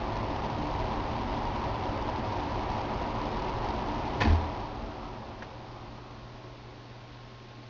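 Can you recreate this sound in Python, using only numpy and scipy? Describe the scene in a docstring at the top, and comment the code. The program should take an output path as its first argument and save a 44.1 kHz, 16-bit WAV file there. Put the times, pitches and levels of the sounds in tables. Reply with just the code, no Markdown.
"""An air handler blows steadily in its closet: turbulent air rushes through a sheet-metal cabinet
and its ducts. At 4.2 s the relay clacks off and the cabinet booms as the motor lets go.
The wheel coasts down with three soft whooshes; one small metallic tick at 5.4 s, as the hum rises.
Mains hum, a thin motor whine, a faint draught and microphone hiss remain."""
import sys
import numpy as np
from scipy import signal
from scipy.fft import rfft, irfft, next_fast_len
from scipy.io import wavfile
from scipy.ndimage import map_coordinates

SR = 44100
rng = np.random.default_rng(int(sys.argv[2]) if len(sys.argv) > 2 else 0)


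def log_audio(samples):
    """Write samples as a 16-bit WAV file to the path given in sys.argv[1]."""
    # one column per channel
    frames = np.atleast_2d(samples).T
    # limit to full scale, then quantise
    limited = np.clip(frames, -1, 1)
    pcm = np.round(limited * 32767).astype(np.int16)
    wavfile.write(sys.argv[1], SR, pcm)


N = 339129

# cabinet and duct resonances: (frequency [Hz], width [Hz], lift [dB])
CABINET_PEAKS = [(40.4, 91, 6), (107.1, 14, 7), (147, 11, 5.5), (221.6, 26.7, 9), (293.5, 17, 11),
                 (367, 35, 7.5), (416, 18, 4), (537, 30, 6), (642, 20, 7), (751.7, 18, 7.5), (842, 25, 8.5),
                 (957, 58, 6)]
# noise spectra: (frequency [Hz], relative density [dB])
RUMBLE_SPECTRUM = [(10, -16.5), (22, -5), (38, 1.5), (90, -2), (120, -1.5), (170, -23), (400, -63)]
RUSH_SPECTRUM = [(60, -21), (170, -1), (300, 0.5), (480, -2), (700, 0.94), (1000, -1.5), (1200, -3.5),
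                 (1500, -11.5), (2500, -19), (5000, -27), (7500, -55)]
BLADE_SPECTRUM = [(300, -31.5), (600, -13.5), (850, -3.5), (955, 1.5), (1060, -7), (1400, -22.5),
                  (1900, -18.5), (3000, -23), (6000, -57)]
FIZZ_SPECTRUM = [(700, -22), (1600, -1.5), (2800, 2), (4500, -0.5), (5500, -5.5), (6500, -14), (7400, -47)]
DRAUGHT_SPECTRUM = [(30, -3.5), (80, 1), (145, -13), (230, 3.5), (300, 2.5), (380, 3), (600, -2),
                    (950, -14.5), (1400, -4), (2500, -33)]
HISS_SPECTRUM = [(50, 7), (1000, 1), (2000, -0.5), (4300, -3.5), (5300, -8), (6300, -15.5), (7000, -28.5),
                 (7500, -47.5)]
# mains hum, motor whine, wheel drone: (frequency [Hz], rms level [dB])
MAINS_TONES = [(120, -50)]
WHINE_TONES = [(356.7, -69.5), (713.3, -70.5), (1070.2, -62)]
WHEEL_TONES = [(146.5, -51.5), (258, -56.5)]
# cabinet's low modes: (start [s], frequency [Hz], peak level [dB], rise [s], hold [s], t60 [s])
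BOOM_MODES = [(4.200, 99.5, -29, 0.012, 0.04, 0.2), (4.260, 37, -22.5, 0.02, 0.055, 0.15),
              (4.260, 80.7, -18.2, 0.012, 0.075, 0.46), (4.236, 224, -29.5, 0.0083, 0.03, 0.38),
              (4.238, 293, -29, 0.011, 0.022, 0.26)]
# relay and tick impacts: (time [s], level [dB], t60 [s])
RELAY_HITS = [(4.205, -27.5, 0.11), (4.211, -24, 0.11), (4.219, -24.5, 0.075), (4.232, -29, 0.069),
              (4.250, -30, 0.095), (4.274, -35, 0.2)]
TICK_HITS = [(5.423, -38.5, 0.04), (5.427, -39.5, 0.04), (5.431, -41, 0.035), (5.447, -46, 0.04)]
# relay mount resonances: (frequency [Hz], width [Hz], lift [dB])
BRACKET_PEAKS = [(880, 51, 4.5), (1034, 57, 10), (1770, 110, 4), (1940, 50, -3), (2220, 47, -1),
                 (2500, 90, 5.5)]
# panel shudder, relay, whoosh and tick spectra: (frequency [Hz], relative density [dB])
PANEL_SPECTRUM = [(70, -29.5), (150, -9.5), (220, -3), (300, 2), (380, 0.5), (540, -1), (900, -3.5),
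                  (1400, -25.5), (4000, -80)]
RELAY_SPECTRUM = [(80, -5.5), (420, 4.5), (600, -1), (850, 2), (1100, -0.5), (1300, -4), (1700, 1),
                  (2300, -2), (3000, -9), (4500, -10.5), (6000, -20), (7400, -36)]
WHOOSH_SPECTRUM = [(800, -33.5), (1100, 1), (1250, 3), (1380, -5), (1700, -42.5)]
TICK_SPECTRUM = [(300, 0), (700, 2), (1100, 2), (1800, 5), (2300, -1.5), (3200, -8.5), (5000, -14),
                 (6000, -19), (7400, -40)]
# run-down whooshes: (peak time [s], rms level [dB], half length [s])
WHOOSH_SWELLS = [(5.02, -52, .13), (5.78, -56.5, 0.062), (6.095, -59.5, 0.16)]
# closet reverberation: (frequency [Hz], t60 [s])
CLOSET_DECAY = [(200, 0.46), (1500, 0.7), (6000, 0.47)]

OFF_S = 4.238  # motor loses power
TIME_S = np.arange(N) / SR


def amp(db):
    """dB to gain."""
    return 10 ** (np.asarray(db) / 20)


def unit(x):
    """Scale to rms 1."""
    return x / np.sqrt(np.mean(x ** 2) + 1e-20)


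def along(points, hz):
    """Interpolate (frequency [Hz], value) points on a log axis."""
    knots_hz, values = np.transpose(points)
    return np.interp(np.log(hz + 1), np.log(knots_hz + 1), values)


def wobble(rate_hz):
    """Smooth random curve, rate_hz knots a second."""
    knots = rng.standard_normal(int(N * rate_hz / SR) + 4)
    return map_coordinates(knots, [TIME_S * rate_hz])


def colour(x, spectrum, peaks=()):
    """Minimum-phase filter of unit power gain: broad spectrum plus resonant peaks."""
    size = 2 * next_fast_len((N + SR // 2) // 2)
    hz = np.fft.rfftfreq(size, 1 / SR)
    peaks_db = sum(db / (1 + (2 * (hz - peak_hz) / width_hz) ** 2) for peak_hz, width_hz, db in peaks)
    gain = unit(amp(along(spectrum, hz) + peaks_db))
    cepstrum = irfft(np.log(gain))
    cepstrum[1:size // 2] *= 2
    cepstrum[size // 2 + 1:] = 0
    return irfft(rfft(x, size) * np.exp(rfft(cepstrum)))[:N]


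def noise(spectrum, peaks=()):
    """Coloured noise, rms 1."""
    return unit(colour(rng.standard_normal(N), spectrum, peaks))


def wheel_speed(half_speed_s=1.89):
    """Fraction of full speed: steady while driven, then braked by quadratic air drag."""
    coasting_s = np.maximum(TIME_S - OFF_S, 0)
    return 1 / (1 + coasting_s / half_speed_s)


def air_gain(full_db, exponent, flutter_db, rate_hz):
    """Air noise gain: a power of wheel speed, fluttering with turbulence."""
    return amp(full_db + flutter_db * wobble(rate_hz)) * wheel_speed() ** exponent


def blower():
    """Air rushes through the cabinet; blade noise and fizz fade fastest as the wheel slows."""
    rumble = air_gain(full_db=-37.5, exponent=2.34, flutter_db=0.5, rate_hz=3.2)
    rumble *= noise(RUMBLE_SPECTRUM, CABINET_PEAKS)
    stream = noise(RUSH_SPECTRUM, CABINET_PEAKS)
    eddies = noise(BLADE_SPECTRUM)
    rush = stream * air_gain(full_db=-35, exponent=2.36, flutter_db=0.18, rate_hz=9)
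    blades = eddies * air_gain(full_db=-39.5, exponent=4.2, flutter_db=0.44, rate_hz=6)
    # treble crackles in step with the rush and blade noise
    envelope = np.abs(signal.hilbert(eddies + 0.78 * stream))
    spits = unit(envelope ** 1.28 * amp(1.1 * np.tanh(wobble(260))))
    fizz = air_gain(full_db=-53, exponent=3.2, flutter_db=-0.15, rate_hz=3.7)
    fizz *= spits * noise(FIZZ_SPECTRUM)
    return rumble + rush + blades + fizz


def crackle(rate_per_s=70, spread_db=2.4):
    """Fine treble crackle, sparser and weaker as the rush fades."""
    speed = wheel_speed()
    hits = rng.random(N) < rate_per_s * speed / SR
    sizes = amp(spread_db * np.tanh(rng.standard_normal(N))) * rng.choice([-1, 1], N)
    return amp(-61.5) * speed ** 2 * unit(colour(hits * sizes, FIZZ_SPECTRUM))


def draught():
    """A faint low draught sounds the ducts, independent of the wheel."""
    return amp(-56.0) * noise(DRAUGHT_SPECTRUM, CABINET_PEAKS)


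def tones(lines, waver_db, drift_rad):
    """Sines wavering in level and drifting in phase."""
    total = np.zeros(N)
    for hz, rms_db in lines:
        gain = np.sqrt(2) * amp(rms_db + waver_db * wobble(3.3))
        total += gain * np.sin(2 * np.pi * hz * TIME_S + drift_rad * wobble(4))
    return total


def hum(rise_at_s=5.4, rise_s=0.3, early_db=-2.7):
    """Mains hum, swelling slightly at rise_at_s, and the whine of a motor that keeps running."""
    swell = amp(np.interp(TIME_S, [rise_at_s, rise_at_s + rise_s], [early_db, 0]))
    mains = swell * tones(MAINS_TONES, waver_db=0.5, drift_rad=0.06)
    return mains + tones(WHINE_TONES, waver_db=1.6, drift_rad=0.15)


def wheel_drone(fade_s=0.16):
    """The driven wheel drones; the tones fade at power-off."""
    driven = np.interp(TIME_S, [OFF_S, OFF_S + fade_s], [1, 0])
    return driven * tones(WHEEL_TONES, waver_db=4.0, drift_rad=1.0)


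def jolt(start_s, db, rise_s, hold_s, t60_s):
    """Gain that swells, holds while the motor shakes, then rings out."""
    age_s = np.maximum(TIME_S - start_s, 0)
    attack = 1 - np.exp(-(age_s / rise_s) ** 2)
    return attack * amp(db - 60 * np.maximum(age_s - hold_s, 0) / t60_s)


def boom():
    """The stopping motor jolts the cabinet's low modes and makes its panels shudder."""
    modes = np.zeros(N)
    for start_s, hz, db, rise_s, hold_s, t60_s in BOOM_MODES:
        gain = jolt(start_s, db, rise_s, hold_s, t60_s) * amp(0.98 * wobble(35))
        modes += gain * np.sin(2 * np.pi * hz * (TIME_S - start_s))
    rasp = amp(-30.5) * np.abs(modes) * noise(FIZZ_SPECTRUM)  # rides on each swing
    shudder = jolt(OFF_S, db=-32, rise_s=0.008, hold_s=0.015, t60_s=0.8)
    return modes + rasp + shudder * noise(PANEL_SPECTRUM, CABINET_PEAKS)


def closet(x):
    """Wall reflections: a noise tail with frequency-dependent decay."""
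    hz, age_s, bins = signal.stft(rng.standard_normal(SR // 2), SR, nperseg=256)
    decay = amp(-60 * age_s / along(CLOSET_DECAY, hz)[:, None])
    tail = signal.istft(bins * decay, SR, nperseg=256)[1]
    return signal.fftconvolve(x, tail / np.linalg.norm(tail))[:N]


def strikes(hits, spectrum, peaks, snap_db, room_db, snap_t60_s=0.0029):
    """Each impact snaps and sets thin metal chattering; the closet reverberates."""
    age_s = np.arange(SR // 3) / SR
    snap = amp(snap_db - 60 * age_s / snap_t60_s)
    bursts = np.zeros(N + SR)
    for start_s, db, t60_s in hits:
        envelope = amp(db) * (snap + amp(-60 * age_s / t60_s))
        bursts[round(start_s * SR):][:len(age_s)] += envelope * rng.standard_normal(len(age_s))
    metal = colour(bursts[:N], spectrum, peaks)
    return metal + amp(room_db) * closet(metal)


def relay_clack():
    """Relay contacts drop, bounce and rattle on their mount."""
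    return strikes(RELAY_HITS, RELAY_SPECTRUM, BRACKET_PEAKS, snap_db=-1, room_db=-9.5)


def whoosh():
    """Narrow-band air noise swells three times during the run-down."""
    gain = sum(amp(db) * np.exp(-((TIME_S - peak_s) / half_s) ** 2)
               for peak_s, db, half_s in WHOOSH_SWELLS)
    return gain * noise(WHOOSH_SPECTRUM)


def metal_tick():
    """One small metallic tick at 5.4 s, as the hum rises."""
    return strikes(TICK_HITS, TICK_SPECTRUM, peaks=(), snap_db=2, room_db=-21)


def scene():
    """The air handler from just in front of its panel, mono."""
    running = blower() + crackle() + draught() + hum() + wheel_drone()
    stopping = boom() + relay_clack() + whoosh() + metal_tick()
    return (running + stopping)[None]


def record(dry, cutoff_hz=7400):
    """The microphone adds slightly grainy hiss; a steep low-pass limits the band."""
    hiss = amp(-54.0) * noise(HISS_SPECTRUM) * unit(amp(0.78 * wobble(300)))
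    size = next_fast_len(N + SR // 2)
    passband = 1 / (1 + (np.fft.rfftfreq(size, 1 / SR) / cutoff_hz) ** 60)
    return irfft(rfft(dry + hiss, size) * passband, size)[..., :N]


dry = scene()
out = record(dry)
log_audio(out)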